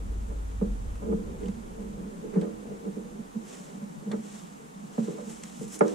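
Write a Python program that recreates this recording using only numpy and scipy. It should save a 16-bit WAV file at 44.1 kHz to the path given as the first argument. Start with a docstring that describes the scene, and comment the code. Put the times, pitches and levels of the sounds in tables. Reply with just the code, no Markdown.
"""Seating a sheet-metal cover

Gloved hands press a sheet-metal cover over a board lying in a plastic shell on a workbench.
Every push and knock shakes the bench and the microphone stand: damped modes swell and ring as decaying sines.
Steady handling drives the same modes as noise-fed resonators; small parts tick in short bursts of filtered noise.
Gloves and sleeves hiss as they slide, in bands of noise, over a low rumble that dies away and a faint workshop hiss.
"""
import sys
import numpy as np
from scipy import signal
from scipy.io import wavfile

SR = 44100
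rng = np.random.default_rng(int(sys.argv[2]) if len(sys.argv) > 2 else 0)


def master_out(mix):
    """Clip the mix to full scale and print it as 16-bit PCM to the path in sys.argv[1]."""
    frames = np.transpose(np.atleast_2d(mix))
    ceiling = np.clip(frames, -1, 1)
    pcm = np.round(ceiling * 32767).astype(np.int16)
    wavfile.write(sys.argv[1], SR, pcm)


N = 261954   # samples


def from_db(db):
    """Level to amplitude: 20 dB is a factor of ten."""
    return 10 ** (np.asarray(db) / 20)


def rms_one(x):
    """Power normalization: scale to rms 1."""
    return x / np.sqrt(np.mean(x ** 2) + 1e-20)


def in_time(rows):
    """Linear interpolation: the columns of a curve table, one value a sample."""
    seconds, *columns = np.transpose(rows)
    t = np.arange(N) / SR
    return [np.interp(t, seconds, column) for column in columns]


def at_hz(points, hz):
    """Logarithmic frequency scale: read a spectrum at the given frequency."""
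    table_hz, values = np.transpose(points)
    return np.interp(np.log(hz), np.log(table_hz), values)


def drift(rate_hz):
    """Low-passed random fluctuation: noise at every 40th sample through a double pole; spread 1."""
    pole = np.exp(-80 * np.pi * rate_hz / SR)
    white = rng.standard_normal(N // 40 + 2002)
    slow = signal.lfilter([1], [1, -2 * pole, pole * pole], white)[2000:]   # without the run-in
    return np.interp(np.arange(N) / 40, np.arange(len(slow)), rms_one(slow))


def sides(angle):
    """Mid-side panning: left and right gain of a mode from its angle, alike on both sides, on one side only, or
    opposed."""
    return np.array([np.cos(angle) + np.sin(angle), np.cos(angle) - np.sin(angle)])


def swell(t, rise, t60):
    """Forced growth and free decay: a smooth rise, then a fall of 60 dB in t60 seconds."""
    growth = np.sin(np.pi / 2 * np.minimum(t / rise, 1)) ** 2
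    return growth * from_db(-60 * np.maximum(t - rise, 0) / t60)


# Balance of the microphone pair. Each row: frequency in Hz, left minus right in dB.
PAIR_BALANCE = [(100, -2.5), (300, -6.5), (1000, 0.5), (6000, 1), (9000, -2.5), (14000, 0)]


def banded_noise(spectrum, likeness, patchy_db):
    """Third-octave synthesis: stereo noise bands with own level, flicker and likeness, as (Hz, band), rms 1 in sum."""
    lowest, highest = spectrum[0][0], spectrum[-1][0]
    edges = lowest * 2 ** np.arange(0, np.log2(highest / lowest) + 1 / 3, 1 / 3)
    white = rng.standard_normal((2, 2, N))   # neighbouring bands get unrelated noise
    opposed = np.array([[1], [-1]])
    bands = []
    for k, (low, high) in enumerate(zip(edges, edges[1:])):
        band_filter = signal.butter(2, [low, high], "band", fs=SR, output="sos")
        mid, side = signal.sosfilt(band_filter, white[k % 2])
        hz = np.sqrt(low * high)
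        alike = np.clip(at_hz(likeness, hz), -1, 1)
        pair = np.sqrt(1 + alike) * mid + np.sqrt(1 - alike) * side * opposed
        flicker_db = patchy_db * drift(22)
        gain = from_db(at_hz(spectrum, hz) + flicker_db + at_hz(PAIR_BALANCE, hz) / 2 * opposed)
        bands.append((hz, gain * pair))
    total = np.sqrt(np.mean(sum(band for hz, band in bands) ** 2))
    return [(hz, band / total) for hz, band in bands]


# Spectrum of the workshop hiss. Each row: frequency in Hz, relative level in dB per Hz.
WORKSHOP_SPECTRUM = [(59, -59), (100, -43), (140, -6.5), (209, -8.5), (275, 0.5), (355, -11.5), (457, -7),
                     (641, -8.5), (792, -6), (2270, -22), (2990, -26.5), (5000, -33), (5900, -25),
                     (7260, -24.5), (9970, -28), (15500, -44)]
# Its stereo likeness. Each row: frequency in Hz, left-right likeness from -1 (opposed) to 1 (alike).
WORKSHOP_LIKENESS = [(50, 0.92), (200, 0.85), (320, -0.78), (700, -0.87), (1200, -0.7), (2200, -0.49),
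                     (3800, 0.33), (6000, -0.03), (15000, -0.084)]
WORKSHOP_DB = -48.5


def workshop():
    """Stationary broadband noise: air and microphone hiss at an almost constant level."""
    bands = banded_noise(WORKSHOP_SPECTRUM, WORKSHOP_LIKENESS, patchy_db=-0.5)
    return from_db(WORKSHOP_DB) * sum(band for hz, band in bands)


# Low sway of the stand. Each row: time in seconds, pitch in Hz, level in dB.
STAND_SWAY = [(0, 52, -33), (.3, 53.1, -34.5), (.58, 52.8, -35.5), (.72, 45.3, -28), (.79, 44.4, -45.5),
              (.93, 48.6, -34.5), (1.07, 57.63, -41), (1.3, 50.7, -44), (1.77, 48.44, -51),
              (1.98, 46.26, -45.5), (2.1, 44.96, -52), (2.3, 45, -85), (5, 52.6, -85), (5.2, 53, -67),
              (5.94, 57.1, -66)]
# Level of the low noise. Each row: time in seconds, level in dB.
RUMBLE_LEVEL = [(0, -35), (.5, -40.5), (.8, -35.5), (1.1, -40.5), (1.9, -47.5), (2.1, -52.5), (3.2, -59.5),
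                (3.5, -66), (4.8, -68), (5.94, -71)]
# Spectrum of the low noise. Each row: frequency in Hz, relative level in dB per Hz.
RUMBLE_SPECTRUM = [(12, -46), (20, 3), (38, 0), (55, 1), (84, -5), (110, -9), (140, -36), (240, -120)]


def rumble():
    """Frequency modulation over random noise: the stand sways as a wavering low tone, nearly alike on both sides."""
    hz, level_db = in_time(STAND_SWAY)
    turns = np.cumsum(hz * (1 + 0.015 * drift(2.8))) / SR
    strength = np.sqrt(2) * from_db(level_db + 1.5 * drift(3.9))   # the root makes the level an rms
    tone = strength * np.sin(2 * np.pi * turns) * sides(0.067)[:, None]
    bands = banded_noise(RUMBLE_SPECTRUM, [(20, 1.0), (130, 0.81)], patchy_db=0.5)
    noise_db, = in_time(RUMBLE_LEVEL)
    return tone + from_db(noise_db) * sum(band for hz, band in bands)


# Strokes of gloves and sleeves. Each row: top of the stroke in seconds, level in dB,
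# rise in seconds, fall in seconds, brightness in dB.
STROKES = [(1.47, -60.5, 0.11, 0.069, 0), (2.42, -60.5, 0.062, 0.044, -2), (3.52, -47, 0.082, 0.23, 5),
           (4.352, -48.5, 0.19, .17, 4.5), (5.05, -51, 0.19, 0.39, 3.5), (5.31, -44.5, 0.075, 0.068, 8),
           (5.46, -48.5, 0.13, 0.33, 6), (5.619, -46.5, 0.062, 0.065, 9.5), (5.745, -37, 0.034, 0.037, 11),
           (5.9, -47.5, 0.093, 0.24, 4)]
# Spectrum of the rubbing hiss. Each row: frequency in Hz, relative level in dB per Hz.
RUB_SPECTRUM = [(410, -32), (700, 5.5), (1020, -18.5), (1180, -1.5), (1560, -10), (1900, -6.5), (2490, -9),
                (3110, -6.5), (4770, -12.5), (7600, -6.5), (15500, -27.5)]
# Its stereo likeness. Each row: frequency in Hz, left-right likeness from -1 (opposed) to 1 (alike).
RUB_LIKENESS = [(700, -0.6), (1400, 0.32), (2500, 0.57), (3800, 0.7), (5500, 0.4), (9000, 0.35),
                (15000, -0.86)]
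RESTING_DB, EDGE_DROP_DB = -63, 10.5   # hiss between strokes; fall of a stroke over its rise or fall time
DULL_DB, SIZZLE_DB = 2, -5   # at zero brightness: added below 5 kHz, above 8.5 kHz
SIZZLE_SHARE = .4   # share of the brightness gained above 8.5 kHz


def sliding():
    """Friction noise: rubber and cloth rub over smooth parts, a grainy hiss that swells with each stroke."""
    t = np.arange(N) / SR
    power, weighted_db = from_db(2 * RESTING_DB), 0   # twice the dB gives power
    for top_s, top_db, rise, fall, bright_db in STROKES:
        distance = np.where(t < top_s, (top_s - t) / rise, (t - top_s) / fall)
        stroke = from_db(2 * (top_db - EDGE_DROP_DB * distance))
        power = power + stroke
        weighted_db = weighted_db + bright_db * stroke
    brightness_db = weighted_db / power
    dull = from_db(DULL_DB - brightness_db)
    sizzle = from_db(SIZZLE_DB + SIZZLE_SHARE * brightness_db)
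    hiss = 0
    for hz, band in banded_noise(RUB_SPECTRUM, RUB_LIKENESS, patchy_db=0.5):
        tint = dull if hz < 5000 else sizzle if hz > 8500 else 1
        hiss = hiss + band * tint
    grain = from_db(1.07 * drift(47))
    return np.sqrt(power) * grain * hiss


# Small hard contacts. Each row: start in seconds, level in dB, pitch in Hz, t60 in seconds,
# broad crack in dB relative to the level, hollow body in dB relative to the level.
TICKS = [(.954, -57, 2090, 0.059, -3, 1), (1.432, -56, 2550, 0.048, -3, -12),
         (1.457, -52.5, 3210, 0.027, -3, -15), (1.483, -49, 2700, 0.024, -3, -5),
         (2.338, -58, 1960, 0.16, -4, 7), (2.412, -52.5, 3900, .05, 2, -0.5),
         (4.1149, -47, 4020, 0.046, 3, 5), (5.435, -40.5, 6700, .024, -0.5, -11.5),
         (5.68, -47.5, 9300, 0.034, -10, -20), (5.79, -37.5, 8720, 0.031, -16, -21),
         (5.808, -43, 2280, 0.028, -3, 14), (5.879, -48, 6060, 0.034, 4, 1)]


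def ticks():
    """Impulsive excitation: a hard edge catches, a short crack with a hump at its pitch and a hollow shell note."""
    out, t = np.zeros((2, N + SR)), np.arange(SR // 8) / SR
    for start_s, level_db, hz, t60, broad_db, body_db in TICKS:
        t60 = max(t60, .005)
        noise = rng.standard_normal((2, len(t)))
        noise = noise[0] + 0.42 * noise[1] * [[1], [-1]]
        layers = []
        for edges in [(hz * .75, hz * 1.2), (2000, 8800), (900, 2000)]:
            band = signal.butter(4, edges, "band", fs=SR, output="sos")
            layers.append(rms_one(signal.sosfilt(band, noise)))
        hump, broad, body = layers
        crack = (hump + from_db(broad_db) * broad) * swell(t, 0.0013, t60)
        hollow = from_db(body_db) * body * swell(t, 0.0011, 2.65 * t60)
        at = round(start_s * SR)
        out[:, at:at + len(t)] += from_db(level_db) * (crack + hollow)
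    return out[:, :N]


# Modes of bench, shell and cover. Each row: frequency in Hz, relative level in dB, nominal t60 in seconds,
# stereo angle in radians (0 centre, -0.8 right only, 1.57 opposed).
BODY_MODES = [(145.5, -3.5, 0.41, 0.72), (173.3, -5.5, 0.24, 0.34), (194.2, -0.5, 0.23, -0.19),
              (205.84, -1.5, 0.34, -0.18), (223.4, -0.5, 0.32, -0.17), (285, -2, 0.11, -1),
              (319.7, -2.5, 0.52, -1.11), (352, -7, 0.14, 0.5), (402.6, 2.5, 0.19, -1),
              (447.5, 3.5, 0.16, 0.5), (483, -2, 0.3, -0.7), (570, 4.5, 0.22, 0.63), (625, 2, 0.12, 2),
              (693, 0.5, 0.25, -1.32), (757, -0.5, 0.1, -1.1), (865, 3, 0.11, -1.3),
              (1016, -1, 0.14, -1.18), (1240, -10, 0.099, 5.5), (1225, -12, 0.11, 3.4),
              (1336, -14, 0.27, 2.14), (1450, -27, 0.099, -3.5), (1777, -12, 0.07, -1.2),
              (2250, -9.5, 0.045, 0.73)]
DEEP_TOP_HZ, MIDDLE_TOP_HZ = 250, 530   # limits of the deep and middle modes
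# Hands resting and shifting on the parts. Each row: time in seconds, level of the deep modes in dB,
# level of the higher modes in dB relative to the deep ones.
HANDLING = [(0, -44.5, -4.5), (.43, -50, -3.5), (.92, -44.5, -5), (1.21, -43, -2.5), (2.3, -42, -5.5),
            (2.9, -45, -3.5), (3.47, -49.5, -0.5), (3.75, -40.5, -10), (4.7, -47.5, -10), (5.18, -44, -2),
            (5.6, -47.5, -15.5), (5.94, -46, 11.5)]


def handling():
    """Randomly forced resonance: an unsteady pressure keeps the lowest 17 modes murmuring."""
    deep_db, higher_db = in_time(HANDLING)
    deep, higher = np.zeros((2, N)), np.zeros((2, N))
    for hz, mode_db, t60, angle in BODY_MODES[:17]:
        pole = from_db(-60 / (0.45 * t60 * SR))   # damped faster than a free mode
        w = 2 * np.pi * hz / SR
        push = rng.standard_normal((2, N)) * from_db(4.7 * drift(6.8))
        ringing = signal.lfilter([1], [1, -2 * pole * np.cos(w), pole * pole], push)
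        main, stray = rms_one(ringing)
        upper_db = -13.0 if hz > MIDDLE_TOP_HZ else 0
        pair = np.outer(sides(angle), main) + 0.3 * np.outer(sides(angle + np.pi / 2), stray)
        heard = from_db(mode_db + upper_db) * pair
        if hz < DEEP_TOP_HZ:
            deep += heard
        else:
            higher += heard
    murmur = rms_one(deep) + from_db(higher_db) * rms_one(higher)
    return from_db(deep_db + 1.16 * drift(6.3)) * murmur


# Pushes and knocks. Each row: top of the push in seconds, level of the deep modes in dB, favoured deep pitch in Hz,
# middle modes in dB relative to that level, upper modes in dB relative to that level, contact in milliseconds,
# share of the ringing time left by the hands (held between 0.1 and 3 in use).
KNOCKS = [(.33, -55.5, 202, 6.5, 1, 51, 1.4), (.628, -22.5, 206, -9.5, -21, 19, 0.94),
          (1.035, -34, 205, -8.5, -15.5, 20, 3.5), (1.115, -28.5, 200, -5, -23.5, 78, 2.5),
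          (1.144, -24.5, 189.4, -4.5, -18, 32, .3), (1.44, -47.5, 201, 4.5, -11, 42, 1.7),
          (1.466, -31, 190, -12, -23.5, 24, .27), (1.498, -26.5, 203, -18, -27, 33, 0.26),
          (1.818, -37.5, 206, -10, -25.5, 91, 4), (2.075, -38, 209, -11, -24.5, 25, 1.1),
          (2.257, -40.5, 199, -1, -19, 39, 1.1), (2.346, -38, 196, -11, -12, 15, .6),
          (2.377, -17, 178.7, -12.5, -27, 29, 1.18), (2.436, -36, 214, -0.5, -11, 27, 2.26),
          (2.733, -39.5, 203, -13, -19, 144, 0.86), (2.887, -32, 197, -9, -23, 79, 1.16),
          (2.985, -36.5, 204, -4.5, -23, 31, 1.1), (3.201, -35, 190, -16.5, -23, 15, 1.1),
          (3.372, -26, 229, -23, -38, 29, .63), (3.842, -33.5, 207, -26, -22, 57, 0.82),
          (4.085, -33, 203, -14.5, -26, 37, 3.4), (4.124, -41, 201, -4.5, -5.5, 14, 0.63),
          (4.148, -30.5, 223, -5, -13, 25, 0.74), (4.202, -37.5, 226, -18.5, -18, 19, 0.44),
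          (4.992, -17.5, 224.4, -17, -22, 14.6, 0.76), (5.091, -28.5, 172, -6, -20, 19.7, 1.1),
          (5.197, -42, 203, -8, -5, 28, 1.2), (5.289, -40.5, 228, -8, -25, 32, 2.4),
          (5.62, -34, 218, -5.5, -34, 9.7, 1.42), (5.82, -19.5, 211, 0, -2, 12.5, 0.67),
          (5.865, -36.5, 197, 5, -6, 31, 1.6)]
RATTLE_HZ, RATTLE_DB, RATTLE_T60_S = (650, 1500), -7, .3   # loose parts; dB relative to upper modes; t60 before ring share
RISE_LAG_S = .014   # modes above 200 Hz swell in less time, by up to nearly this much
SOFTENS = .3   # dB per octave lost above 1 kHz for each dB that the upper modes lie under the deep ones


def knocks():
    """Modal excitation: each push swells into the modes over its contact; where it lands sets which speak."""
    hz, mode_db, t60, angle = np.transpose(BODY_MODES)
    deep = hz < DEEP_TOP_HZ
    out, t = np.zeros((2, N + SR)), np.arange(SR // 3)[:, None] / SR
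    chance = rng.standard_normal((len(KNOCKS), 3, len(BODY_MODES)))
    rattle_band = signal.butter(3, RATTLE_HZ, "band", fs=SR, output="sos")
    for row, (strength, turn, phase) in zip(KNOCKS, chance):
        top_s, level_db, deep_hz, middle_db, upper_db, contact_ms, ring = row
        contact, ring = max(contact_ms, 1) / 1000, np.clip(ring, .1, 3)
        deep_db = np.maximum(-6.0 * ((hz - deep_hz) / 20.0) ** 2, -15)
        higher_db = np.where(hz < MIDDLE_TOP_HZ, middle_db, upper_db)
        group_db = np.where(deep, deep_db, higher_db)
        group_db += SOFTENS * min(upper_db, 0) * np.log2(np.maximum(hz / 1000, 1))
        rise = np.maximum(contact - RISE_LAG_S * np.maximum(1 - 200 / hz, 0), .0015)
        # the deep modes top out nearly in phase, then beat against each other
        phases = 2 * np.pi * hz * (t - rise) + np.where(deep, .3, 3) * phase
        waves = swell(t, rise, t60 * ring) * np.sin(phases)
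        gains = from_db(level_db + mode_db + group_db + 1.0 * strength) * sides(angle + .1 * turn)
        noise = signal.sosfilt(rattle_band, rng.standard_normal((2, len(t))))
        rattle = rms_one(.5 * noise[0] + noise[1] * [[1], [-1]])
        rattle = rattle * swell(t.T, rise[-1], RATTLE_T60_S * ring)
        at = round((top_s - contact) * SR)
        out[:, at:at + len(t)] += gains @ waves.T + from_db(level_db + upper_db + RATTLE_DB) * rattle
    return out[:, :N]


def scene():
    """Superposition: all sources add; below the deepest bench mode little but the rumble remains."""
    bench = knocks() + handling() + ticks() + sliding() + workshop()
    low_cut = signal.butter(9, 138.4, "high", fs=SR, output="sos")
    return signal.sosfilt(low_cut, bench) + rumble()


def record(dry):
    """Band limitation: an elliptic low-pass cuts the top steeply at 15690 Hz."""
    return signal.sosfilt(signal.ellip(12, .5, 70, 15690, fs=SR, output="sos"), dry)


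dry = scene()
out = record(dry)
master_out(out)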